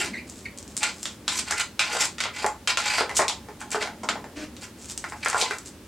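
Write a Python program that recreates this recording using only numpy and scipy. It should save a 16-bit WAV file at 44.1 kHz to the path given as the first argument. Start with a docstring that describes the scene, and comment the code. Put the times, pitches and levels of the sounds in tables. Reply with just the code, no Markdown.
"""A dog's claws strike and rake a wooden puzzle board on the paving of a walled patio.
Blows and stick-slip friction drive the board's modes; it rocks and knocks on the stones.
Claws and collar chain tick, steel links ring, paws scuff grit. Two thin squeaks glide, and the dog
gives two soft nasal grunts. The walls answer briefly; a low outdoor rumble lies underneath."""
import sys
import numpy as np
from scipy import signal
from scipy.fft import rfft, irfft, next_fast_len
from scipy.io import wavfile
from scipy.ndimage import uniform_filter1d, minimum_filter1d, map_coordinates

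SR = 44100
rng = np.random.default_rng(int(sys.argv[2]) if len(sys.argv) > 2 else 0)


def int16_out(signal):
    """Quantize to a 16-bit WAV file."""
    q = np.round(np.clip(np.atleast_2d(signal).T, -1, 1) * 32767)
    wavfile.write(sys.argv[1], SR, q.astype(np.int16))


N = 258867
TIME_S = np.arange(N) / SR
HIT_S = np.arange(SR // 3) / SR  # time axis of one impact

# claws and teeth on the board (time [s], level [dB], wood [dB], edge [dB], clack [Hz], followers [dB])
CLAW_HITS = [(0.8302, -11, -10, -6.5, 2220, -6.5), (1.055, -18.5, -14, -8, 3530, -17),
             (1.279, -12.5, -15, -11.5, 4000, 0), (1.389, -18.5, -13, -12, 6140, -14),
             (1.5092, -20, 0, 1.5, 1990, -14), (1.793, -8, -15.5, -14, 2350, -0.5),
             (2.1823, -22.5, -15, -14, 2010, -3), (2.2037, -13.5, -13, -11.5, 2180, -3),
             (2.2377, -15, -11, -14, 2100, -28), (2.2551, -17.5, -3.5, -33, 2140, -12),
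             (2.6741, -11.5, -12.5, -11.5, 2690, 1), (2.772, -11.5, -8, -11, 2580, -4),
             (3.0137, -22, -8, -30, 2060, -13), (3.2812, -13, -35, -7.5, 3960, -14),
             (3.2965, -19, -14, -9, 3640, -10), (3.825, -16, -12, -15, 1760, -20),
             (4.033, -34.5, 6, -5.5, 2100, 3), (4.0884, -10, -4.5, -15.5, 2150, -29),
             (4.566, -34.5, -17, -7.5, 3780, -9), (5.413, -9, -44, -8.5, 4080, -22)]
# board and slider knocks (time [s], level [dB], thud [dB], hollow ring [dB], clack [dB])
KNOCK_HITS = [(1.523, -13.5, -24, -20, -10.5), (2.444, -12, -12, -3, -15.5), (2.465, -20.5, -19, -9, -9.5),
              (2.983, -11.5, -20, -15, -11), (3.008, -8.5, -13.5, -18.5, -20),
              (3.094, -23.5, -19, -11.5, -4), (3.113, -34.5, -5, 1.5, 2.5), (3.193, -8.5, -13.5, -6.5, -11),
              (3.218, -26.5, -19, -1, 3.5), (3.298, -28.5, -15, 1.5, -20), (3.486, -35, -6, -1.5, -7.5),
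              (3.614, -23.5, -36, -16, -17), (3.746, -11.5, -16, -11, -21), (3.819, -30.5, -4, -4, 0),
              (3.873, -25, -24, -10, -8), (4.035, -34.5, -5.5, 6, -10), (4.156, -22, -18, -11, -20),
              (4.242, -32, -12.5, -5.5, -9.5), (5.041, -14.5, -40, -22.5, -15.5),
              (5.122, -19, -39, -15.5, -17.5), (5.26, -9, -23.5, -15, -13), (5.33, -16.5, -26, -11, -9),
              (5.345, -9.5, -17.5, -8, -27), (5.424, -29.5, 0, 3, -37), (5.509, -16, -19.5, -14.5, -8.5)]
# claw strokes (start [s], length [s], rasp [dB], hiss [dB], swell [dB], groan re rasp [dB])
RAKE_STROKES = [(0.0, 0.081, -29.5, -29, -11, -8), (0.829, 0.083, -31, -34, -13, -3.5),
                (1.298, 0.058, -31.5, -27.5, -5, -22), (1.377, 0.019, -48, -21.5, -2, -17),
                (1.479, 0.053, -30.5, -34.5, -4.5, -19), (1.578, 0.033, -24, -24, 6.5, -27),
                (1.816, 0.011, -24, -34, -3, -24), (1.837, 0.079, -28.5, -39, -1, -20),
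                (1.929, 0.044, -29, -27.5, -1, 10), (2.01, 0.046, -20.5, -21.5, -11.5, -22),
                (2.353, 0.08, -32, -33, 3.5, -3.5), (2.699, 0.027, -23.5, -32.5, -10, -30),
                (2.796, 0.043, -28.5, -34, -5, -18), (2.862, 0.154, -22, -27, 0.5, -14),
                (3.165, 0.024, -49, -17, 4, -20), (3.614, 0.022, -43.5, -39.5, -10, -6),
                (3.729, 0.036, -34.5, -32, -9, -5), (3.814, 0.053, -36.5, -39.5, -14, 7.5),
                (4.625, 0.018, -38.5, -32, 8, -18), (5.235, 0.084, -32.5, -41, -2, -12),
                (5.36, 0.054, -30, -25.5, 5, 2), (5.433, 0.085, -34.5, -43, -5, -11)]
# claw and chain ticks (time [s], level [dB])
TICK_HITS = [(0.298, -26), (0.5753, -28), (0.586, -24.5), (0.627, -31.5), (0.6782, -30), (0.7673, -13.5),
             (0.776, -14.5), (1.03, -16.5), (2.0537, -12.5), (2.4274, -28), (2.4629, -14.5), (3.168, -3),
             (3.705, -26), (3.716, -17), (4.857, -28.5), (4.92, -24.5), (4.9768, -15), (5.0987, -29.5),
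             (5.248, -17.5), (5.284, -15.5), (5.2993, -14), (5.5846, -22.5)]
# chain jerks (time [s], level [dB])
CHAIN_JERKS = [(2.464, -38), (3.282, -40), (3.717, -48), (4.09, -32.5), (4.243, -50), (5.299, -37)]
# paw scuffs (start [s], length [s], level [dB])
PAW_SCUFFS = [(0.276, 0.17, -44), (0.577, 0.23, -47), (0.92, 0.22, -38), (4.785, 0.087, -40.5),
              (4.892, .022, -26.5), (5.017, 0.47, -44), (5.49, 0.082, -40.5), (5.654, 0.032, -34.5)]
# squeak glides (time [s], pitch [Hz], level [dB])
LONG_GLIDE = [(0.134, 2240, -39), (0.146, 2040, -31), (0.162, 1860, -36.5), (0.181, 2200, -35.5),
              (0.2, 2430, -42)]
SHORT_GLIDE = [(0.454, 2340, -33), (0.461, 2070, -29.5), (0.467, 1820, -38.5)]
# grunts (start [s], length [s], pitch [Hz], voice [dB], nose hiss [dB], swell [dB])
DOG_GRUNTS = [(0.0, .09, 352, -41.5, -45, -5), (4.368, .072, 304, -38, -40.5, 0)]
# rumble drift (time [s], level [dB])
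RUMBLE_DRIFT = [(0.0, -34), (0.41, -41.5), (1.0, -43.5), (2.0, -46.5), (2.7, -51), (3.3, -45), (4.2, -37),
                (4.6, -43.5), (5.87, -46.5)]

# board and chain link modes (frequency [Hz], level [dB], t60 [s])
BOARD_MODES = [(420, 1, .12), (472, 1, .12), (615, -7, .12), (688, -4, .16), (843, 8, .19), (893, 2, .17),
               (1013, 3, .17), (1058, 3, .17), (1273, -5, .13), (1394, 0, .12), (1516, -5, .14),
               (1780, -7, .12), (2030, -6, .1), (2370, -6, .1), (2706, -3, .1), (3272, -4, .11),
               (3547, -7, .08), (5005, -7, .08), (5140, -5, .1)]
LINK_MODES = [(7100, -2, .2), (7340, 0, .2), (8650, -11, .14)]
# source spectra (frequency [Hz], gain [dB])
CLAW_EQ = [(60, -17), (250, -20.5), (550, -4), (1000, 0), (1400, 5), (1700, 0.5), (2300, 1), (3500, 3.5),
           (5000, 2), (7800, 0.5), (10000, -11.5), (13000, -23.5), (16000, -42)]
KNOCK_EQ = [(50, -16), (200, -2.5), (420, 7), (650, 4.5), (900, 3.5), (1400, 1), (2100, 2.5), (3000, -13),
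            (5000, -12.5), (9000, -18), (16000, -43)]
RASP_EQ = [(100, -48), (400, -19), (700, -1), (1100, -1), (1700, 0), (2300, 3.5), (3500, -4), (4800, -1),
           (7000, -22), (16000, -53)]
HISS_EQ = [(500, -11.5), (3500, -0.5), (5200, 2), (7700, 7.5), (9000, 1), (11000, -10), (16000, -25)]
TICK_EQ = [(300, -16), (1500, -11), (3500, -7), (5500, -1), (7600, 4.5), (9000, 0), (11000, -12.5),
           (16000, -27)]
NOSE_EQ = [(100, 4), (350, -1.5), (900, -6), (2200, 2.5), (3700, -6.5), (4800, -4.5), (8000, -9),
           (12000, -27), (16000, -48)]
RUMBLE_EQ = [(30, -51), (100, -29), (160, -2.5), (222, 5), (270, -1), (335, -4), (440, -8.5), (1200, -23),
             (8000, -108)]
AIR_EQ = [(15, -7), (25, -16.5), (76, 0), (161, -9), (317, -5.5), (516, -16), (575, -10.5), (641, -21),
          (840, -17.5), (1020, -19), (1190, -20), (1890, -22), (9570, -29.5), (13600, -35.5),
          (16000, -35.5)]
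# colour of a claw sliding lightly or digging in (frequency [Hz], gain [dB])
SLIDE_EQ = [(600, -5), (1000, -3), (1500, -0.5)]
DIG_EQ = [(200, 9), (420, 12), (650, 6.5), (1000, -1.5), (1400, 1.5), (2500, -12.5)]
# wall decay (frequency [Hz], t60 [s])
PATIO_DECAY = [(200, 0.2), (600, 0.26), (1500, 0.23), (4000, 0.23), (8000, 0.2), (15000, 0.11)]
# stereo width (frequency [Hz], side re mid [dB])
SIDE_EQ = [(100, -26), (280, -20), (500, -15), (1200, -15), (2500, -11), (5000, -8), (8500, -7),
           (13000, -14)]


def amp(db):
    """Decibels to gain."""
    return 10 ** (np.asarray(db) / 20)


def unit(x):
    """x at rms 1."""
    return x / np.sqrt(np.mean(x ** 2) + 1e-20)


def along(points, hz):
    """Interpolate (frequency [Hz], value) points on a log axis."""
    knots_hz, values = np.transpose(points)
    return np.interp(np.log(hz + 1), np.log(knots_hz + 1), values)


def curves(rows):
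    """One value per sample for each column after the time."""
    times_s, *columns = np.transpose(rows)
    return [np.interp(TIME_S, times_s, column) for column in columns]


def wobble(rate_hz):
    """Smooth random curve with knots at rate_hz."""
    return map_coordinates(rng.standard_normal(int(N * rate_hz / SR) + 4), [TIME_S * rate_hz])


def coloured(x, *spectra):
    """Minimum-phase filter; the spectra add in dB."""
    n = x.shape[-1]
    size = 2 * next_fast_len(n // 2 + 2048)
    hz = np.fft.rfftfreq(size, 1 / SR)
    gain_db = sum(along(spectrum, hz) for spectrum in spectra)
    cepstrum = irfft(np.log(amp(gain_db)))
    cepstrum[1:size // 2] *= 2
    cepstrum[size // 2 + 1:] = 0
    return irfft(rfft(x, size) * np.exp(rfft(cepstrum)), size)[..., :n]


def add(track, time_s, sound):
    """Mix a stereo sound in at time_s."""
    part = track[:, max(round(time_s * SR), 0):][:, :sound.shape[1]]
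    part += sound[:, :part.shape[1]]


def claws():
    """A paw's claws land on the wood in quick succession; each blow has its own clack pitch."""
    out = np.zeros((2, N))
    for time_s, level_db, wood_db, edge_db, clack_hz, follow_db in CLAW_HITS:
        force = contacts(follow_db, spread_s=0.0096, smear_s=0.00179, count=10)
        clack_eq = [(clack_hz / 1.25, -1), (clack_hz, 5), (clack_hz * 1.21, -1)]
        blow_eq = [(1000, wood_db), (2200, -8.5), (4000, -10.5), (6500, edge_db)]
        blow = coloured(board(force), CLAW_EQ, clack_eq, blow_eq)
        add(out, time_s, amp(level_db + 29.5) * patio(blow, wet_db=2))
    return out


def contacts(follow_db, spread_s, smear_s, count):
    """One impulse plus followers at mean delay spread_s; each frequency lags by up to smear_s."""
    force = np.zeros(len(HIT_S))
    delays_s = np.minimum(spread_s * rng.exponential(size=count), HIT_S[-1])
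    sizes = rng.standard_normal(count)
    np.add.at(force, (delays_s * SR).astype(int), amp(follow_db) * sizes / np.linalg.norm(sizes))
    force[0] += 1
    hz = np.fft.rfftfreq(len(HIT_S), 1 / SR)
    knots_hz = np.linspace(0, SR / 2, 28)
    lag_s = smear_s * np.interp(hz, knots_hz, rng.random(len(knots_hz)))
    allpass = np.exp(-2j * np.pi * np.cumsum(lag_s) * hz[1])
    return irfft(rfft(force) * allpass, len(HIT_S)) * (1 - HIT_S / HIT_S[-1])


def board(force, vary_db=3):
    """Direct force plus damped wood modes; each contact point weights the modes anew."""
    hz, level_db, t60_s = np.transpose(BOARD_MODES)[:, :, None]
    decay_per_s = np.log(1000) / t60_s
    weights = amp(level_db + vary_db * rng.standard_normal(level_db.shape)) * 2 * decay_per_s / SR
    response = np.sum(weights * np.exp(-decay_per_s * HIT_S) * np.cos(2 * np.pi * hz * HIT_S), axis=0)
    response[0] += 1
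    return signal.fftconvolve(force, response)[:len(force)]


def knocks():
    """The board tips onto the stones or a slider meets its stop: a blunt blow with quick chatter."""
    out = np.zeros((2, N))
    for time_s, level_db, thud_db, hollow_db, clack_db in KNOCK_HITS:
        force = contacts(follow_db=-8, spread_s=0.003, smear_s=0.0012, count=3)
        blow_eq = [(480, thud_db), (750, hollow_db), (1050, hollow_db), (1400, -7.5), (2100, clack_db)]
        blow = coloured(board(force, vary_db=4), KNOCK_EQ, blow_eq)
        add(out, time_s, amp(level_db + 34.5) * patio(blow, wet_db=1.5))
    return out


def raking():
    """Dragged claws rasp through the board's modes, deeper as they dig in; their tips hiss and snag."""
    dig_s = 0.059  # last part of a stroke
    rasp_gain, hiss_gain, groan_gain = np.zeros((3, N))
    for start_s, length_s, rasp_db, hiss_db, swell_db, groan_db in RAKE_STROKES:
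        pressure = gesture(start_s, length_s, swell_db, attack_s=0.033, release_s=0.017)
        digging = np.clip(1 - (start_s + length_s - TIME_S) / dig_s, 0, 1)
        rasp_gain += amp(rasp_db) * pressure
        hiss_gain += amp(hiss_db) * pressure
        groan_gain += amp(rasp_db + groan_db) * pressure * digging
    fine_slips = unit(slips(rate_hz=5000, scatter_db=1.5))
    coarse_slips = unit(slips(rate_hz=220, scatter_db=1))
    wood = board(fine_slips + amp(-7) * coarse_slips)
    rasp = rasp_gain * moving_contact(coloured(wood, RASP_EQ, SLIDE_EQ), depth_db=2.8)
    groan = groan_gain * moving_contact(coloured(wood, RASP_EQ, DIG_EQ), depth_db=2.4)
    tip_slips = slips(rate_hz=6000, scatter_db=1.5)
    hiss = hiss_gain * moving_contact(coloured(tip_slips, HISS_EQ), depth_db=2.4)
    grip = unit(amp(2.5 * wobble(130)))  # claws catch and let go
    snags = unit(amp(2.5 * wobble(350)))
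    scrape = grip * (amp(-4) * rasp + amp(-3.5) * groan + amp(-6) * snags * hiss)
    return patio(scrape, wet_db=-3)


def gesture(start_s, length_s, swell_db, attack_s, release_s):
    """Gain of one movement: changes by swell_db over its length, with ramps outside that span."""
    age_s = TIME_S - start_s
    gate = np.clip(1 + np.minimum(age_s / attack_s, (length_s - age_s) / release_s), 0, 1) ** 2
    progress = np.clip(age_s / length_s, 0, 1)
    return gate * amp(swell_db * (progress - 0.5))


def slips(rate_hz, scatter_db):
    """Stick-slip friction: random impulses of uneven size."""
    slipping = rng.random(N) < rate_hz / SR
    return slipping * rng.standard_normal(N) * amp(scatter_db * rng.standard_normal(N))


def moving_contact(x, depth_db):
    """A moving contact point favours changing resonances."""
    spectrogram = signal.stft(x, nperseg=256)[2]
    field = uniform_filter1d(rng.standard_normal(spectrogram.shape), size=6, axis=0)
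    field = unit(uniform_filter1d(field, size=5, axis=1))
    return unit(signal.istft(spectrogram * amp(depth_db * field), nperseg=256)[1][:N])


def ticks():
    """Claws and chain make small hard contacts with no wood behind them."""
    out = np.zeros((2, N))
    for time_s, level_db in TICK_HITS:
        force = contacts(follow_db=-8, spread_s=0.0008, smear_s=0.0013, count=5)
        add(out, time_s, amp(level_db + 16.5) * patio(coloured(force, TICK_EQ), wet_db=-3))
    return out


def chain():
    """A jerk of the neck leaves a few steel links ringing."""
    out = np.zeros(N + len(HIT_S))
    for time_s, level_db in CHAIN_JERKS:
        for hz, mode_db, t60_s in LINK_MODES:
            detuned_hz = hz * rng.normal(1, 0.004)
            envelope = amp(level_db + mode_db - 60 * HIT_S / t60_s)
            out[round(time_s * SR):][:len(HIT_S)] += envelope * np.sin(2 * np.pi * detuned_hz * HIT_S)
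    chatter = amp(2 * wobble(350))
    return patio(out[:N] * chatter, wet_db=-9)


def scuffs():
    """Paws slip on gritty stone, fading as they come to rest."""
    gain = np.zeros(N)
    for start_s, length_s, level_db in PAW_SCUFFS:
        gain += amp(level_db) * gesture(start_s, length_s, swell_db=-1.5, attack_s=0.018, release_s=0.018)
    friction = slips(rate_hz=1200, scatter_db=2.5)
    grit = unit(coloured(friction, HISS_EQ) * amp(2 * wobble(30)))
    return patio(amp(-9) * gain * grit, wet_db=-4)


def squeaks():
    """Two thin, rough, gliding tones with weak overtones."""
    fade_s = 0.002
    out = np.zeros(N)
    for glide in (LONG_GLIDE, SHORT_GLIDE):
        pitch_hz, level_db = curves(glide)
        start_s, end_s = glide[0][0], glide[-1][0]
        gate = np.clip(1 + np.minimum(TIME_S - start_s, end_s - TIME_S) / fade_s, 0, 1)
        phase = 2 * np.pi * np.cumsum(pitch_hz * (1 + 0.06 * wobble(1500))) / SR
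        tone = sum(amp(db) * np.sin(k * phase) for k, db in enumerate((0, -14, -23, -23), start=1))
        out += amp(level_db) * gate * unit(tone * amp(3 * wobble(600)))
    return patio(out, wet_db=-2)


def grunts():
    """Rough nasal grunts, muzzle in the board; pitch rises and falls with effort."""
    pitch_sag = 0.12
    out = np.zeros(N)
    for start_s, length_s, hz, voice_db, hiss_db, swell_db in DOG_GRUNTS:
        effort = gesture(start_s, length_s, swell_db, attack_s=0.025, release_s=0.04)
        pitch_hz = hz * (1 - pitch_sag * (1 - np.minimum(effort, 1)))
        phase = 2 * np.pi * np.cumsum(pitch_hz * (1 + 0.055 * wobble(150))) / SR
        tone = np.sin(phase) + amp(-10) * np.sin(2 * phase)
        voice = unit(tone * amp(3 * wobble(90)))
        hiss = unit(coloured(rng.standard_normal(N), NOSE_EQ))
        out += effort * (amp(voice_db) * voice + amp(hiss_db) * hiss)
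    return patio(out, wet_db=-4)


def patio(x, wet_db, build_s=0.00033):
    """Centred direct sound plus wall reflections, wider in the treble."""
    hz, age_s, noise = signal.stft(rng.standard_normal((2, len(HIT_S))), SR, nperseg=256)
    decaying = noise * amp(-60 * age_s / along(PATIO_DECAY, hz)[:, None])
    decaying[1] *= amp(along(SIDE_EQ, hz))[:, None]
    tail = signal.istft(decaying, SR, nperseg=256)[1][:, :len(HIT_S)]
    tail *= 1 - np.exp(-HIT_S / build_s)
    mid, side = amp(wet_db) * tail / np.linalg.norm(tail[0])
    mid[0] += 1  # direct path
    response = np.array([mid + side, mid - side]) / np.linalg.norm(mid)
    return signal.fftconvolve(x[None], response, axes=1)[:, :len(x)]


def background():
    """Slowly drifting outdoor rumble over steady air."""
    drift_db, = curves(RUMBLE_DRIFT)
    mid, side = coloured(rng.standard_normal((2, N)), AIR_EQ, [(20, -40), (45, 8)])
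    side = coloured(side, SIDE_EQ, [(50, -30), (150, 3.5)])  # deep bass nearly mono
    air = amp(-47) * unit(np.array([mid + side, mid - side]))
    rumble = unit(coloured(rng.standard_normal(N), RUMBLE_EQ) * amp(1.2 * wobble(9)))
    return air + amp(drift_db - 6.5) * rumble


def scene():
    """Stereo sum of all sources."""
    impacts = claws() + knocks() + ticks()
    return impacts + chain() + raking() + scuffs() + squeaks() + grunts() + background()


def record(dry):
    """Peak limiter with gain dips of a few milliseconds, then a brick-wall low-pass."""
    ceiling_db, cutoff_hz, window_samples = -6.5, 16300, 130
    needed_gain = np.minimum(1, amp(ceiling_db) / (np.abs(dry).max(axis=0) + 1e-9))
    gain = uniform_filter1d(minimum_filter1d(needed_gain, window_samples), window_samples)
    size = next_fast_len(N + SR // 2)
    passband = np.fft.rfftfreq(size, 1 / SR) < cutoff_hz
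    return irfft(rfft(dry * gain, size) * passband, size)[:, :N]


dry = scene()
out = record(dry)
int16_out(out)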